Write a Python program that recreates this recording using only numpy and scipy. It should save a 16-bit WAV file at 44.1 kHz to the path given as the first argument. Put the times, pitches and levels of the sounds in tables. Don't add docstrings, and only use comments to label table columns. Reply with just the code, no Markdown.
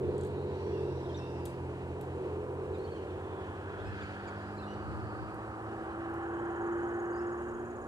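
import sys
import numpy as np
from scipy import signal
from scipy.fft import rfft, irfft, next_fast_len
from scipy.io import wavfile
from scipy.ndimage import uniform_filter1d

SR = 44100
rng = np.random.default_rng(int(sys.argv[2]) if len(sys.argv) > 2 else 0)


def unload_wav(signal):
    wavfile.write(
        sys.argv[1],
        SR,
        np.round(np.clip(np.atleast_2d(signal).T, -1, 1) * 32767).astype(np.int16),
    )


N = 347067
TIME = np.arange(N) / SR
ROAD_LAG_S, BIRD_LAG_S = 0.00018, .00003


def from_db(db):
    return 10 ** (np.asarray(db) / 20)


def rms_one(x):
    return x / np.sqrt(np.mean(x ** 2) + 1e-20)


def in_time(rows):
    times, *columns = np.transpose(rows)
    return [np.interp(TIME, times, column) for column in columns]


def at_hz(points, hz):
    table_hz, values = np.transpose(points)
    return np.interp(np.log(hz), np.log(table_hz), values)


def drift(rate_hz):
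    step, warm_up = 40, 2000
    keep = np.exp(-2 * np.pi * step * rate_hz / SR)
    noise = rng.standard_normal(N // step + warm_up + 2)
    slow = signal.lfilter([1], [1, -2 * keep, keep * keep], noise)[warm_up:]
    return np.interp(np.arange(N) / step, np.arange(len(slow)), rms_one(slow))


def band(x, low_hz, high_hz):
    sos = signal.butter(2, [low_hz, min(high_hz, .45 * SR)], "band", fs=SR, output="sos")
    return signal.sosfilt(sos, x + 1e-18)


def from_right(x, lag_s):
    left, right = np.broadcast_to(x, (2, N))
    return np.array([np.interp(TIME - lag_s, TIME, left), right])


def add(out, s, sound, pan_db):
    at = round(s * SR)
    sound = sound[:max(N - at, 0)]
    out[:, at:at + len(sound)] += sound * from_db([[pan_db / 2], [-pan_db / 2]])


def surge(peak_s, db, rise_db_per_s, fall_db_per_s):
    return from_db(db - np.maximum((peak_s - TIME) * rise_db_per_s, (TIME - peak_s) * fall_db_per_s))


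def together(gains):
    return np.sqrt(sum(np.square(gain) for gain in gains))


def tone(hz, rough, flutter_hz):
    phase = (2 * np.pi * ((np.cumsum(hz) / SR + rng.random()) % 1)).astype(np.float32)
    wavering = (1 + rough * drift(flutter_hz)) * np.cos(phase)
    return rms_one(wavering + rough * drift(flutter_hz) * np.sin(phase))


def climbing_engine():
    # t/s, f/Hz
    speed = [(0, 45.1), (.55, 46.6), (.72, 46.83), (1, 43.81), (1.3, 43.03), (2.5, 44.63), (3, 46.54),
             (3.5, 48.61), (3.95, 49.27), (4.4, 50.06), (4.9, 52.09), (6.4, 56.77), (7.2, 57.97),
             (7.87, 59.6)]
    # t/s, level/dB
    carry = [(0, 7), (.7, 5), (1.7, 4.5), (3, -1), (5.5, 2.1), (7.2, -0.5), (7.5, -2.5), (7.87, -5.5)]
    # multiple of the speed, level/dB
    strong_tones = [(2, -6), (3, -5.5), (4, 7.5), (6, 5.5), (8, -10)]
    # f/Hz, width/Hz, level/dB
    exhaust = [(95.3, 21.5, -42), (134.1, 17.4, -45), (203.5, 13.45, -60), (242.3, 9.15, -47.5),
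               (311, 21.4, -61), (345.9, 14.8, -43), (379.8, 21.5, -38)]
    # multiple of the speed, level/dB
    weak_tones = [(5, -64.5), (5.5, -67.5), (6.5, -66), (7, -57), (9, -68)]
    crank_hz, = in_time(speed)
    carry_db, = in_time(carry)
    hum = 0
    for multiple, tone_db in strong_tones:
        hz = multiple * crank_hz
        boom = sum(from_db(db) / (1 + (2 * (hz - centre) / width) ** 2) for centre, width, db in exhaust)
        hum = hum + from_db(tone_db) * boom * tone(hz, rough=.14, flutter_hz=2.7)
    overtones = sum(from_db(db) * tone(k * crank_hz, rough=.5, flutter_hz=4.2) for k, db in weak_tones)
    return from_db(carry_db) * hum + overtones


def droning_engine():
    # t/s, f/Hz, firing level/dB, fifth level/dB
    drone = [(0, 42, -51, -52), (.7, 41.1, -49, -55), (1.2, 41.1, -49, -64), (2.3, 42.15, -51, -62),
             (3.6, 42.7, -53, -65), (5.4, 41, -60, -68), (6.3, 40.2, -54, -68), (7.87, 39, -59, -66)]
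    # peak t/s, level/dB, rise/(dB/s), fall/(dB/s)
    swells = [(.02, -31, 1, 28.5), (.36, -41, 72, 18), (.72, -37.5, 63, 13), (2.27, -37.5, 37, 15.5),
              (2.7, -43, 70, 11), (3.32, -46.5, 35, 36), (6.6, -46.5, 18, 11.5)]
    # multiple of the speed, level/dB
    rasp_tones = [(7, -15), (8, -12), (9, -7), (10, -4.5), (11, -10.5), (12, -11), (14, -20.5)]
    # f/Hz, width/Hz, level/dB
    silencer = [(365, 36.4, 6.5), (405, 71, -5), (484, 28, 2.5)]
    crank_hz, firing_db, fifth_db = in_time(drone)
    swelling = together(surge(*one_swell) for one_swell in swells)
    firing = from_db(firing_db) * tone(2 * crank_hz, rough=.12, flutter_hz=4)
    fifth = from_db(fifth_db) * tone(5 * crank_hz, rough=.3, flutter_hz=4)
    rasp = sum(from_db(db) * tone(k * crank_hz, rough=.27, flutter_hz=5) for k, db in rasp_tones)
    pulsing = 1 + 1.02 * np.cos(4 * np.pi * np.cumsum(crank_hz) / SR)
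    puffs = rng.standard_normal(N) * pulsing
    gas = sum(from_db(db) * band(puffs, hz - width / 2, hz + width / 2) * (-1) ** k
              for k, (hz, width, db) in enumerate(silencer))
    return firing + fifth + swelling * (rasp + from_db(-4.5) * rms_one(gas))


def noise_line(hz, width_hz):
    lowpass = signal.butter(2, width_hz / 2, fs=SR, output="sos")
    smear = signal.sosfilt(lowpass, rng.standard_normal((2, N)))
    phase = (2 * np.pi * (np.cumsum(hz) / SR % 1)).astype(np.float32)
    return rms_one(smear[0] * np.cos(phase) + smear[1] * np.sin(phase))


def wash(spectrum, waver_db):
    # f/Hz, likeness from 0 to 1
    likeness = [(40, .7), (150, 0.91), (400, .98), (700, 1), (1100, 0.85), (1600, 0.95), (2500, .85),
                (4000, .35), (8000, 0), (15000, 0.5)]
    size = next_fast_len(N)
    hz = np.maximum(np.arange(size // 2 + 1) * SR / size, 1)
    direct, *scattered = rfft(rng.standard_normal((3, size)))
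    alike = np.clip(at_hz(likeness, hz), 0, .98)
    lag_phase = 2 * np.pi * hz * ROAD_LAG_S
    ears = np.sqrt(alike) * direct * np.exp(-1j * lag_phase * [[1], [0]])
    ears += np.sqrt(1 - alike) * np.array(scattered)
    fade_ends = 1 / (1 + (spectrum[0][0] / hz) ** 4) / (1 + (hz / spectrum[-1][0]) ** 8)
    overlap = np.sqrt(1 + alike * np.cos(lag_phase))
    noise = irfft(ears * fade_ends * from_db(at_hz(spectrum, hz)) / overlap, size)[:, :N]
    return noise / np.std(noise.mean(axis=0)) * from_db(waver_db * drift(10.0))


def road():
    # nearest t/s, half length/s, hum f/Hz, hum level/dB, roar level/dB, edge level/dB
    cars = [(.85, 0.79, 938, -54, -70, -74), (2.453, 0.65, 984, -59, -59.5, -70),
            (3.45, 0.36, 1000, -55, -57.5, -61), (4.1, 0.4, 1530, -60, -60, -53.5),
            (5.15, 0.7, 1258, -53, -52.5, -57.5), (6.75, 0.73, 1113, -53, -48.5, -50),
            (7.87, 0.088, 1092, -54, -66, -74)]
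    # t/s, f/Hz, level/dB
    whine_curve = [(0, 770, -87), (3.3, 775, -60), (5.5, 771, -52), (6, 791, -45), (7.1, 781.4, -48),
                   (7.5, 763, -57)]
    # f/Hz, relative level/dB
    roar_colour = [(500, -34), (720, -6), (900, 3), (1150, 1), (1400, -8), (1700, -30), (2300, -38)]
    edge_colour = [(950, -39.5), (1250, -1.5), (1480, -0.5), (1720, -5), (1950, -16.5), (2250, -29),
                   (3000, -34)]
    rumble_colour = [(25, -34.5), (40, -12), (60, -2), (80, -1), (120, -2), (170, -7.5), (250, -7),
                     (350, 2), (480, -3.5), (600, -5), (800, -7.5), (1000, -14), (1400, -45.5)]
    rumble_db, far_roar_db, far_edge_db = -45.5, -59, -64
    roar_gains, edge_gains, tread = [from_db(far_roar_db)], [from_db(far_edge_db)], 0
    for s, half_s, hum_hz, hum_db, roar_db, edge_db in cars:
        nearness = np.exp(-.5 * ((TIME - s) / half_s) ** 2)
        roar_gains.append(from_db(roar_db) * nearness)
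        edge_gains.append(from_db(edge_db) * nearness)
        tread = tread + from_db(hum_db) * nearness * noise_line(np.full(N, hum_hz), width_hz=142)
    whine_hz, whine_db = in_time(whine_curve)
    whine = from_db(-2.5) * noise_line(whine_hz, width_hz=56.0)
    whine += from_db(-9.5) * tone(whine_hz - 9, rough=0.15, flutter_hz=2.7)
    roar = together(roar_gains) * wash(roar_colour, waver_db=0.93)
    edge = together(edge_gains) * wash(edge_colour, waver_db=-0.3)
    rumble = from_db(rumble_db) * wash(rumble_colour, waver_db=0.57)
    return rumble + roar + edge + from_right(tread + from_db(whine_db) * whine, ROAD_LAG_S)


def breeze():
    # t/s, level/dB
    leaf_level = [(0, -67.5), (3.4, -68), (4.05, -64), (4.6, -69), (6, -69.5), (7.2, -76)]
    # f/Hz, relative level/dB
    leaf_colour = [(1120, -29.5), (1900, -2.5), (2140, -7), (2350, -7.5), (3120, -10.5), (3480, -14),
                   (4030, -12.5), (5810, -22.5), (7000, -21), (9100, -56), (15400, -120)]
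    hiss_colour = [(3240, -34.5), (5500, -6), (6570, -8), (7200, -4.5), (7690, -2.5), (8350, -5.5),
                   (9070, -4), (11100, -15), (15600, -15.5)]
    # peak t/s, level/dB
    puffs = [(.05, -45), (3.87, -44.5), (4.9, -39.5), (5.02, -44), (5.22, -45.5), (6.42, -62), (7.54, -53)]
    leaf_db, = in_time(leaf_level)
    leaves = from_db(leaf_db) * wash(leaf_colour, waver_db=1.0)
    hiss = from_db(-76.5) * wash(hiss_colour, waver_db=0.45) * from_db([[.8], [-.8]])
    wind = together(surge(s, db, rise_db_per_s=131, fall_db_per_s=65) for s, db in puffs)
    return leaves + hiss + wind * rms_one(band(rng.standard_normal((2, N)), 68, 130))


def chirp(length_s, start_hz, middle_hz, end_hz, overtone_db, quaver):
    progress = np.linspace(0, 1, max(int(length_s * SR), 64))
    tremble = rms_one(uniform_filter1d(rng.standard_normal(len(progress)), size=60))
    glide_hz = np.polyval(np.polyfit([0, .5, 1], [start_hz, middle_hz, end_hz], 2), progress)
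    phase = 2 * np.pi * np.cumsum(glide_hz * (1 + quaver * tremble)) / SR
    third_db = overtone_db + 1 - max(3 * middle_hz - 7200, 0) / 40
    overtones = from_db(overtone_db) * np.sin(2 * phase) + from_db(third_db) * np.sin(3 * phase)
    swell = np.sqrt(4 * progress * (1 - progress))
    return (np.sin(phase) + overtones) * (1 + .3 * tremble) * swell


def trees(x, fade_s):
    t = np.arange(SR) / SR
    echoes = rng.standard_normal((2, SR)) * from_db(-60 * t / fade_s) * (1 - np.exp(-t / 0.0024))
    return signal.fftconvolve(x, echoes / np.sqrt(np.sum(echoes ** 2) / 2), axes=1)[:, :N]


def far_birds():
    # start t/s, end t/s, f/Hz, spread as a share of the pitch, level/dB
    bouts = [(0, 1.101, 3806, .15, -66), (.45, 1.4, 5170, .11, -68.5), (1.15, 1.45, 2735, .025, -71.5),
             (2.999, 4.301, 3086, .14, -66.5), (3.802, 5.15, 4552, 0.093, -68.5),
             (4.802, 5.707, 4850, 0.097, -79), (5.548, 6.799, 2977, 0.038, -71.5), (6, 7.6, 2750, .14, -69)]
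    notes = np.zeros((2, N))
    for start, end, hz, spread, db in bouts:
        chance = rng.uniform(-1.1, 1, size=(32, 3))
        for s, (late, pitch, glide) in zip(np.linspace(start, end, len(chance)), chance):
            middle_hz = hz * (1 + spread * pitch)
            start_hz, end_hz = middle_hz * (1 - spread * glide), middle_hz * (1 + spread * glide)
            note = chirp(.05, start_hz, middle_hz, end_hz, overtone_db=-46, quaver=0.015)
            add(notes, max(s + .02 * late, 0), from_db(db) * note, pan_db=-6.0)
    return trees(notes, fade_s=1.1)


def twigs():
    # t/s, level/dB, top edge f/Hz
    snaps = [(.181, -48, 9400), (.211, -47, 9450), (.2355, -48, 9500), (.2495, -49, 9800),
             (.27, -59, 15000), (1.4548, -38, 14000), (1.459, -39, 9780), (2.0114, -48, 13420),
             (2.7845, -58, 11000), (5.3438, -55.5, 12060), (6.1, -61, 13050), (6.14, -57, 11980),
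             (7.4207, -61, 9995)]
    thick_twig_db = -40
    cracks, t = np.zeros((2, N)), np.arange(SR // 20) / SR
    for s, db, top_hz in snaps:
        burst = rng.standard_normal(len(t)) * np.exp(-t / 0.0019)
        knock = from_db(0.3 * (db - thick_twig_db)) * band(burst, 3160, 4000)
        crack = band(burst, 6630, top_hz) + knock
        add(cracks, s, from_db(db) * crack / np.abs(crack).max(), pan_db=5.5)
    return cracks + from_db(-1.5) * trees(band(cracks, 3000, 11000), fade_s=0.29)


def parrot_note(length_s, hz, glide_octaves):
    reedy_hz, reedy_db, db_per_octave = 2670, -10, -24
    overtone_db = min(reedy_db + db_per_octave * np.log2(hz / reedy_hz), 0)
    step = 2 ** (glide_octaves / 2)
    return chirp(length_s, hz / step, hz, hz * step, overtone_db, quaver=0.015)


def parrots():
    # t/s, length/s, f/Hz, glide/octaves, level/dB
    chatter = [(0.728, .069, 2750, -.12, -62), (0.797, .13, 2710, 0.069, -67),
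               (1.048, 0.021, 3680, -0.13, -62), (1.091, .025, 3200, -.11, -60),
               (1.143, 0.019, 3640, 0.073, -50.5), (1.186, 0.11, 2700, .1, -62),
               (2.735, 0.028, 3750, -0.22, -65.5), (2.745, .022, 2420, -.09, -65),
               (2.775, 0.047, 4170, .18, -67), (2.84, 0.026, 4370, -.04, -60), (2.86, .04, 3120, .17, -64),
               (2.915, 0.03, 4360, -.06, -63), (2.946, .053, 3040, -.24, -63.5),
               (3.784, .034, 3440, 0.22, -61), (3.848, 0.05, 2550, 0.1, -59),
               (4.564, 0.021, 2380, 0.068, -64), (4.577, 0.029, 4030, -.08, -58),
               (4.595, 0.021, 2650, 0.0027, -61), (4.626, 0.027, 3640, -.04, -62),
               (4.665, 0.086, 2910, 0.062, -58), (7.125, 0.055, 4760, .03, -69),
               (7.175, .027, 5170, .03, -66), (7.2, .053, 2730, 0.115, -69.5)]
    # t/s, length/s, f/Hz, relative level/dB
    chips = [(1.164, .04, 5650, -61), (4.01, .022, 3400, -65), (4.021, 0.026, 2330, -62),
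             (4.274, .025, 2300, -60.5)]
    far, near = np.zeros((2, 2, N))
    for s, length_s, hz, glide_octaves, db in chatter:
        add(far, s, from_db(db) * parrot_note(length_s, hz, glide_octaves), pan_db=-2.5)
    for s, length_s, hz, db in chips:
        add(near, s, from_db(db) * parrot_note(length_s, hz, glide_octaves=-0.21), pan_db=4.5)
    echoes = trees(band(far + from_db(-7.5) * near, 1500, 7200), fade_s=0.89)
    return from_right(far + from_db(4.5) * near, BIRD_LAG_S) + from_db(-0.5) * echoes


def trill():
    start_s, step_s, swell_s = 6.224, .05466, .65
    full_db, soft_start_db = -68, -7
    pips = np.zeros((2, N))
    for s in np.arange(start_s, N / SR, step_s):
        db = full_db + soft_start_db * max(1 - (s - start_s) / swell_s, 0) + rng.normal(0, 1)
        pip = chirp(.022, 6800, 6740, 6600, overtone_db=-60, quaver=.007)
        add(pips, s, from_db(db) * pip, pan_db=8)
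    return pips + from_db(-2.5) * trees(pips, fade_s=.5)


def scene():
    engines = from_right(climbing_engine() + droning_engine(), ROAD_LAG_S)
    traffic = (engines + road()) * from_db([[-.5], [.5]])
    return traffic + breeze() + parrots() + far_birds() + trill() + twigs()


def record(dry):
    cutoff_hz = 15700
    return signal.sosfilt(signal.ellip(12, .1, 80, cutoff_hz, fs=SR, output="sos"), dry)


dry = scene()
out = record(dry)
unload_wav(out)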